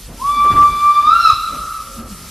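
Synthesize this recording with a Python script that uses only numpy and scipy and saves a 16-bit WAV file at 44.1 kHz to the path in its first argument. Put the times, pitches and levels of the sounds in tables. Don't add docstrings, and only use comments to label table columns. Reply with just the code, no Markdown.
import sys
import numpy as np
from scipy import signal
from scipy.fft import rfft, irfft, next_fast_len
from scipy.io import wavfile
from scipy.ndimage import uniform_filter1d, map_coordinates

SR = 44100
rng = np.random.default_rng(int(sys.argv[2]) if len(sys.argv) > 2 else 0)


def dump(signal):
    limited = np.clip(np.atleast_2d(signal).T, -1, 1)
    pcm = np.round(limited * 32767).astype(np.int16)
    wavfile.write(sys.argv[1], SR, pcm)


N = 101429


def amp(db):
    return 10 ** (np.asarray(db) / 20)


def unit(x):
    return x / np.sqrt(np.mean(x ** 2) + 1e-20)


def along(points, hz):
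    f, v = np.transpose(points)
    return np.interp(np.log(hz + 1), np.log(f + 1), v)


def curve(rows, outside=None):
    s, v = np.transpose(rows)
    return np.interp(np.arange(N) / SR, s, v, outside, outside)


def wobble(rate):
    knots = rng.standard_normal(4096)
    return map_coordinates(knots, [np.arange(N) * rate / SR], mode="wrap")


def bell(centre_s, width_s):
    t = np.arange(N) / SR
    return np.exp(-.5 * ((t - centre_s) / width_s) ** 2)


def filtered(x, response):
    m = next_fast_len(N + SR // 2)
    return irfft(rfft(x, m) * response(np.fft.rfftfreq(m, 1 / SR)), m)[..., :N]


def coloured(x, colour):
    return filtered(x, lambda hz: amp(along(colour, hz)))


def noise(colour):
    return unit(coloured(rng.standard_normal(N), colour))


# time in seconds, pitch in Hz.
PITCH_HZ = [(.19, 900), (.22, 1050), (.25, 1125), (.3, 1160), (.45, 1168), (.72, 1170), (1.0, 1179),
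            (1.05, 1199), (1.085, 1234), (1.12, 1332), (1.16, 1372), (1.22, 1370), (1.255, 1325),
            (1.285, 1279), (1.31, 1150), (1.33, 1060)]
# time in seconds, level in dB.
FUNDAMENTAL_DB = [(.18, -50.5), (.215, -26.5), (.255, -16), (.3, -14), (.35, -18.5), (.4, -11), (.49, -9),
                  (.65, -5.5), (.78, -15.5), (.9, -8), (.99, -9), (1.045, -14), (1.125, -11), (1.185, -8.5),
                  (1.22, -27.5), (1.255, -8.5), (1.305, -11), (1.335, -33.5)]
# time in seconds, level in dB.
SECOND_DB = [(.22, -62), (.32, -36.5), (.41, -32), (.46, -34), (.52, -35), (.62, -55), (.67, -36),
             (.71, -35), (.8, -35.5), (.86, -36), (.94, -42), (.99, -30), (1.07, -46), (1.2, -34),
             (1.28, -33.5), (1.335, -60)]
# time in seconds, level in dB.
THIRD_DB = [(.24, -53.5), (.36, -31), (.47, -49), (.52, -33.5), (.58, -44), (.71, -32.5), (.765, -42.5),
            (.8, -28), (.87, -48), (.95, -31), (1.02, -39), (1.08, -30), (1.16, -46.5), (1.21, -28),
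            (1.27, -23.5), (1.315, -36.5)]
# level in dB at STEADY_HZ, level in dB at HARD_HZ.
OVERTONES_DB = [(-15.5, -7.5), (-18.5, -41), (-26, -32)]
# time in seconds, level in dB.
STEAM_DB = [(.19, -73), (.3, -48), (1.1, -39), (1.2, -39.5), (1.28, -33.5), (1.335, -36.5), (1.4, -60),
            (1.45, -80)]
# frequency in Hz, relative level in dB.
STEAM_COLOUR = [(200, -41), (600, 1), (1000, -5.5), (1600, 1), (2200, -8), (4500, -4.5), (6500, -11.5),
                (9000, -22), (13000, -18.5)]
STEADY_HZ, HARD_HZ = 1159.7, 1410
JITTER_SHARE, JITTER_KNOTS_PER_S = 0.0021, 140
FADE_DB, FADE_KNOTS_PER_S = 1.56, 30
ROUGH, ROUGH_KNOTS_PER_S = 0.28, 220
BREATH_DB, BREATH_HALF_WIDTH_HZ = -29, 263.4
MERGE_HZ = 51
NEAR_DB = -0.5


def whistle():
    pitch_hz = curve(PITCH_HZ)
    fluttering_hz = pitch_hz * (1 + JITTER_SHARE * wobble(JITTER_KNOTS_PER_S))
    phase = 2 * np.pi * np.cumsum(fluttering_hz) / SR
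    hardness = np.clip((pitch_hz - STEADY_HZ) / (HARD_HZ - STEADY_HZ), 0, 1)

    breath_knots = 2 * BREATH_HALF_WIDTH_HZ
    breath = unit(wobble(breath_knots) * np.sin(phase) + wobble(breath_knots) * np.cos(phase))
    fundamental = unit(np.sin(phase)) + amp(BREATH_DB) * breath
    tone = amp(curve(FUNDAMENTAL_DB, -np.inf)) * fundamental

    third_db = curve(THIRD_DB, -np.inf)
    levels_db = [curve(SECOND_DB, -np.inf), third_db]
    for soft_db, hard_db in OVERTONES_DB:
        levels_db.append(third_db + soft_db + hardness * (hard_db - soft_db))
    for partial, db in enumerate(levels_db, start=2):
        flutter = 1 + ROUGH * wobble(ROUGH_KNOTS_PER_S)
        gain = amp(db + FADE_DB * wobble(FADE_KNOTS_PER_S))
        rough_phase = partial * phase + ROUGH * wobble(ROUGH_KNOTS_PER_S)
        tone += gain * unit(flutter * np.sin(rough_phase))

    gliding = np.clip(np.abs(pitch_hz - STEADY_HZ) / MERGE_HZ, 0, 1)
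    reflected = amp(NEAR_DB) * near_reflections(tone * gliding)
    steam = amp(curve(STEAM_DB, -np.inf)) * noise(STEAM_COLOUR)
    return tone + reflected + steam


NEAR_T60_S, NEAR_GAP_S = 0.19, 0.0082


def near_reflections(x):
    t = np.arange(SR // 4) / SR
    cluster = rng.standard_normal(len(t)) * amp(-60 * t / NEAR_T60_S) * (t > NEAR_GAP_S)
    return signal.fftconvolve(x, cluster / np.linalg.norm(cluster))[:N]


CHIFF_S, CHIFF_WIDTH_S, CHIFF_HZ, CHIFF_DB = 0.188, 0.017, 1336, -48.5


def chiff():
    t = np.arange(N) / SR
    return amp(CHIFF_DB) * bell(CHIFF_S, CHIFF_WIDTH_S) * unit(np.sin(2 * np.pi * CHIFF_HZ * t))


# frequency in Hz, t60 in seconds.
TREES_T60_S = [(1200, 2.17), (2600, 1.2), (4000, .95), (5500, .7), (10000, .4)]
# frequency in Hz, gain in dB.
TREES_COLOUR = [(1200, -9), (2350, -8), (2700, -3), (3500, -3), (4000, 0), (5400, -5.5), (9000, -8)]
# delay in seconds, level in dB before the echo spectrum.
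ECHOES = [(.11, -24), (0.184, -19), (.24, -27), (.5, -20)]
# frequency in Hz, gain in dB.
ECHO_COLOUR = [(1400, -1), (2600, 7.5), (4000, 12.5), (5500, 7), (8000, -15)]
ECHO_DULL_DB_PER_S_KHZ = 15
ECHO_LATE_S, SCATTER_TURN_HZ = 0.00102, 1.579


def trees(x):
    hz, t, z = signal.stft(rng.standard_normal((2, 2 * SR)), SR, nperseg=256)
    t60 = along(TREES_T60_S, hz)[:, None]
    unit_energy = np.sqrt(2 * np.log(1000) / (t60 * SR))
    tails = signal.istft(z * amp(-60 * t / t60) * unit_energy, SR, nperseg=256)[1]
    a, b = signal.fftconvolve(x[None], tails, axes=1)[:, :N]
    turn = 2 * np.pi * SCATTER_TURN_HZ * np.arange(N) / SR
    scatter = coloured(a * np.cos(turn) + b * np.sin(turn), TREES_COLOUR)

    echoes = np.zeros(N)
    for delay_s, db in ECHOES:
        delay = int(SR * (delay_s + abs(rng.normal(0, ECHO_LATE_S))))
        late = np.pad(x, (delay, 0))[:N]
        dull_db_per_khz = ECHO_DULL_DB_PER_S_KHZ * delay_s
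        echoes += filtered(late, lambda f: amp(db - dull_db_per_khz * np.maximum(f - HARD_HZ, 0) / 1000))
    return scatter + coloured(echoes, ECHO_COLOUR)


# centre in seconds, half width in seconds, depth in dB.
FADES = [(0.54, 0.015, -12.5), (0.719, 0.015, -8), (0.944, 0.016, -12.5)]
# frequency in Hz, share that fades from 0 to 1.
FADE_BAND = [(950, 0), (1100, 1), (1250, 1), (1500, 0)]


def fading(x):
    db = sum(depth_db * bell(s, width_s) for s, width_s, depth_db in FADES)
    return x + (amp(db) - 1) * filtered(x, lambda hz: along(FADE_BAND, hz))


# time in seconds, level in dB.
RUMBLE_DB = [(0, -47), (.08, -33), (.18, -41), (.26, -36), (.45, -36), (.7, -35), (.87, -42), (1.1, -38.5),
             (1.4, -39), (1.6, -38.5), (1.9, -44), (2.02, -34), (2.3, -42)]
# frequency in Hz, relative level in dB.
RUMBLE_COLOUR = [(15, -20), (30, -16.5), (44, 0.5), (58, -5), (100, -11), (160, -18.5), (400, -73)]
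# time in seconds, level in dB before flutter.
ROAR_DB = [(0, -45.5), (.05, -48.5), (.11, -35.5), (.22, -42), (.37, -43), (.75, -39), (.95, -49.5),
           (1.06, -40), (1.18, -46), (1.29, -44.5), (1.44, -48), (1.56, -36.5), (1.7, -46.5), (1.9, -46),
           (2.02, -36.5), (2.3, -46.5)]
# frequency in Hz, relative level in dB.
ROAR_COLOUR = [(60, -20), (130, 1), (240, 2.5), (340, -4), (560, -5.5), (800, -11.5), (1500, -17),
               (2500, -20.5), (6000, -44.5)]
# centre in seconds, half length in seconds,
# pitch in Hz before wander, peak level in dB.
BOOMS = [(0.382, 0.016, 236.7, -34), (0.418, 0.044, 880, -41.5), (1.072, 0.026, 239.5, -37.5),
         (1.562, 0.055, 593, -44), (1.964, 0.075, 547.7, -45.5), (2, 0.016, 233.7, -28),
         (2.05, 0.041, 238.6, -39), (2.121, 0.019, 192.5, -31), (2.242, 0.055, 177.7, -43)]
ROAR_FLUTTER_DB, ROAR_KNOTS_PER_S = 1.3, 25.48
BOOM_WANDER_HZ, BOOM_KNOTS_PER_S = 15, 90
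KNOCK_S, KNOCK_WIDTH_S, KNOCK_HZ, KNOCK_DB = 1.334, 0.0054, 87, -23.5


def train():
    t = np.arange(N) / SR
    out = amp(curve(RUMBLE_DB)) * noise(RUMBLE_COLOUR)
    roar_db = curve(ROAR_DB) + ROAR_FLUTTER_DB * wobble(ROAR_KNOTS_PER_S)
    out += amp(roar_db) * noise(ROAR_COLOUR)
    for s, width_s, hz, db in BOOMS:
        phase = 2 * np.pi * np.cumsum(hz + BOOM_WANDER_HZ * wobble(BOOM_KNOTS_PER_S)) / SR
        out += amp(db) * bell(s, width_s) * unit(np.sin(phase))
    knock = unit(np.sin(2 * np.pi * KNOCK_HZ * (t - KNOCK_S)))
    return out + amp(KNOCK_DB) * bell(KNOCK_S, KNOCK_WIDTH_S) * knock


# start in seconds, length before release in seconds, level in dB, centre in Hz.
GUSTS = [(0.446, 0.02, -31, 930), (.443, 0.029, -28, 360), (.5, 0.13, -31, 264), (.499, 0.032, -30, 1280),
         (.56, 0.026, -31, 1330), (.612, .02, -32, 2100), (.5, 0.14, -25.5, 47), (0.549, 0.038, -24, 51),
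         (.498, 0.086, -28.5, 114), (0.68, 0.056, -28.5, 39)]
GUST_ATTACK_S, GUST_RELEASE_S, GUST_Q = .003, 0.015, 1.78
GUST_LUMP_DB, GUST_KNOTS_PER_S, GUST_TOP_HZ = 1.5, 69.53, 3500


def wind():
    t, out = np.arange(N) / SR, np.zeros(N)
    for s, length_s, db, hz in GUSTS:
        attack = np.clip((t - s) / GUST_ATTACK_S, 0, 1)
        release = np.exp(-np.maximum(t - s - length_s, 0) / GUST_RELEASE_S)

        def response(f):
            band = 1j * f * hz / (hz * hz - f * f + 1j * f * hz / GUST_Q)
            return band / (1 + (f / GUST_TOP_HZ) ** 2)

        puff = filtered(rng.standard_normal(N), response)
        lumps = amp(GUST_LUMP_DB * wobble(GUST_KNOTS_PER_S))
        out += amp(db) * attack * release * unit(puff * lumps)
    return out


# time in seconds, mid level in dB before flutter.
HISS_DB = [(0, -38), (.04, -38), (.12, -44), (.15, -41.5), (.18, -38.5), (.27, -34.5), (.45, -36.5),
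           (.72, -36), (.85, -35.5), (1.1, -40.5), (1.2, -34.5), (1.28, -34), (1.38, -36), (1.55, -34.5),
           (1.93, -36.5), (1.98, -35), (2.045, -44.5), (2.1, -36), (2.3, -36)]
# frequency in Hz, relative level in dB.
HISS_COLOUR = [(200, -25), (900, -2), (2000, -1.5), (4000, 1), (5500, 2.5), (7000, -1.5), (10000, 1),
               (13000, -1)]
# frequency in Hz, side over mid in dB.
HISS_WIDTH = [(3300, -90), (3900, -29), (4800, -8.5), (7000, -3), (10000, -4), (13000, -9)]
HISS_FLUTTER_DB, HISS_KNOTS_PER_S, HISS_PATCHY_DB = .55, 40.1, 1.3


def hiss():
    mid = patchy(noise(HISS_COLOUR), HISS_PATCHY_DB)
    side = coloured(patchy(noise(HISS_COLOUR), HISS_PATCHY_DB), HISS_WIDTH)
    level_db = curve(HISS_DB) + HISS_FLUTTER_DB * wobble(HISS_KNOTS_PER_S)
    return amp(level_db) * np.array([mid + side, mid - side])


def patchy(x, depth_db):
    z = signal.stft(x, nperseg=512)[2]
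    field = uniform_filter1d(rng.standard_normal(z.shape), size=12, axis=0)
    field = uniform_filter1d(field, size=8, axis=1)
    return unit(signal.istft(z * amp(depth_db * unit(field)), nperseg=512)[1][:N])


def scene():
    call = chiff() + whistle()
    return fading(call + trees(call)) + train() + wind() + hiss()


CLIP_DB, TOP_HZ = 2, 13100


def record(dry):
    rounded = dry / (1 + np.abs(dry / amp(CLIP_DB)) ** 10) ** (1 / 10)
    return filtered(rounded, lambda hz: hz < TOP_HZ)


dry = scene()
out = record(dry)
dump(out)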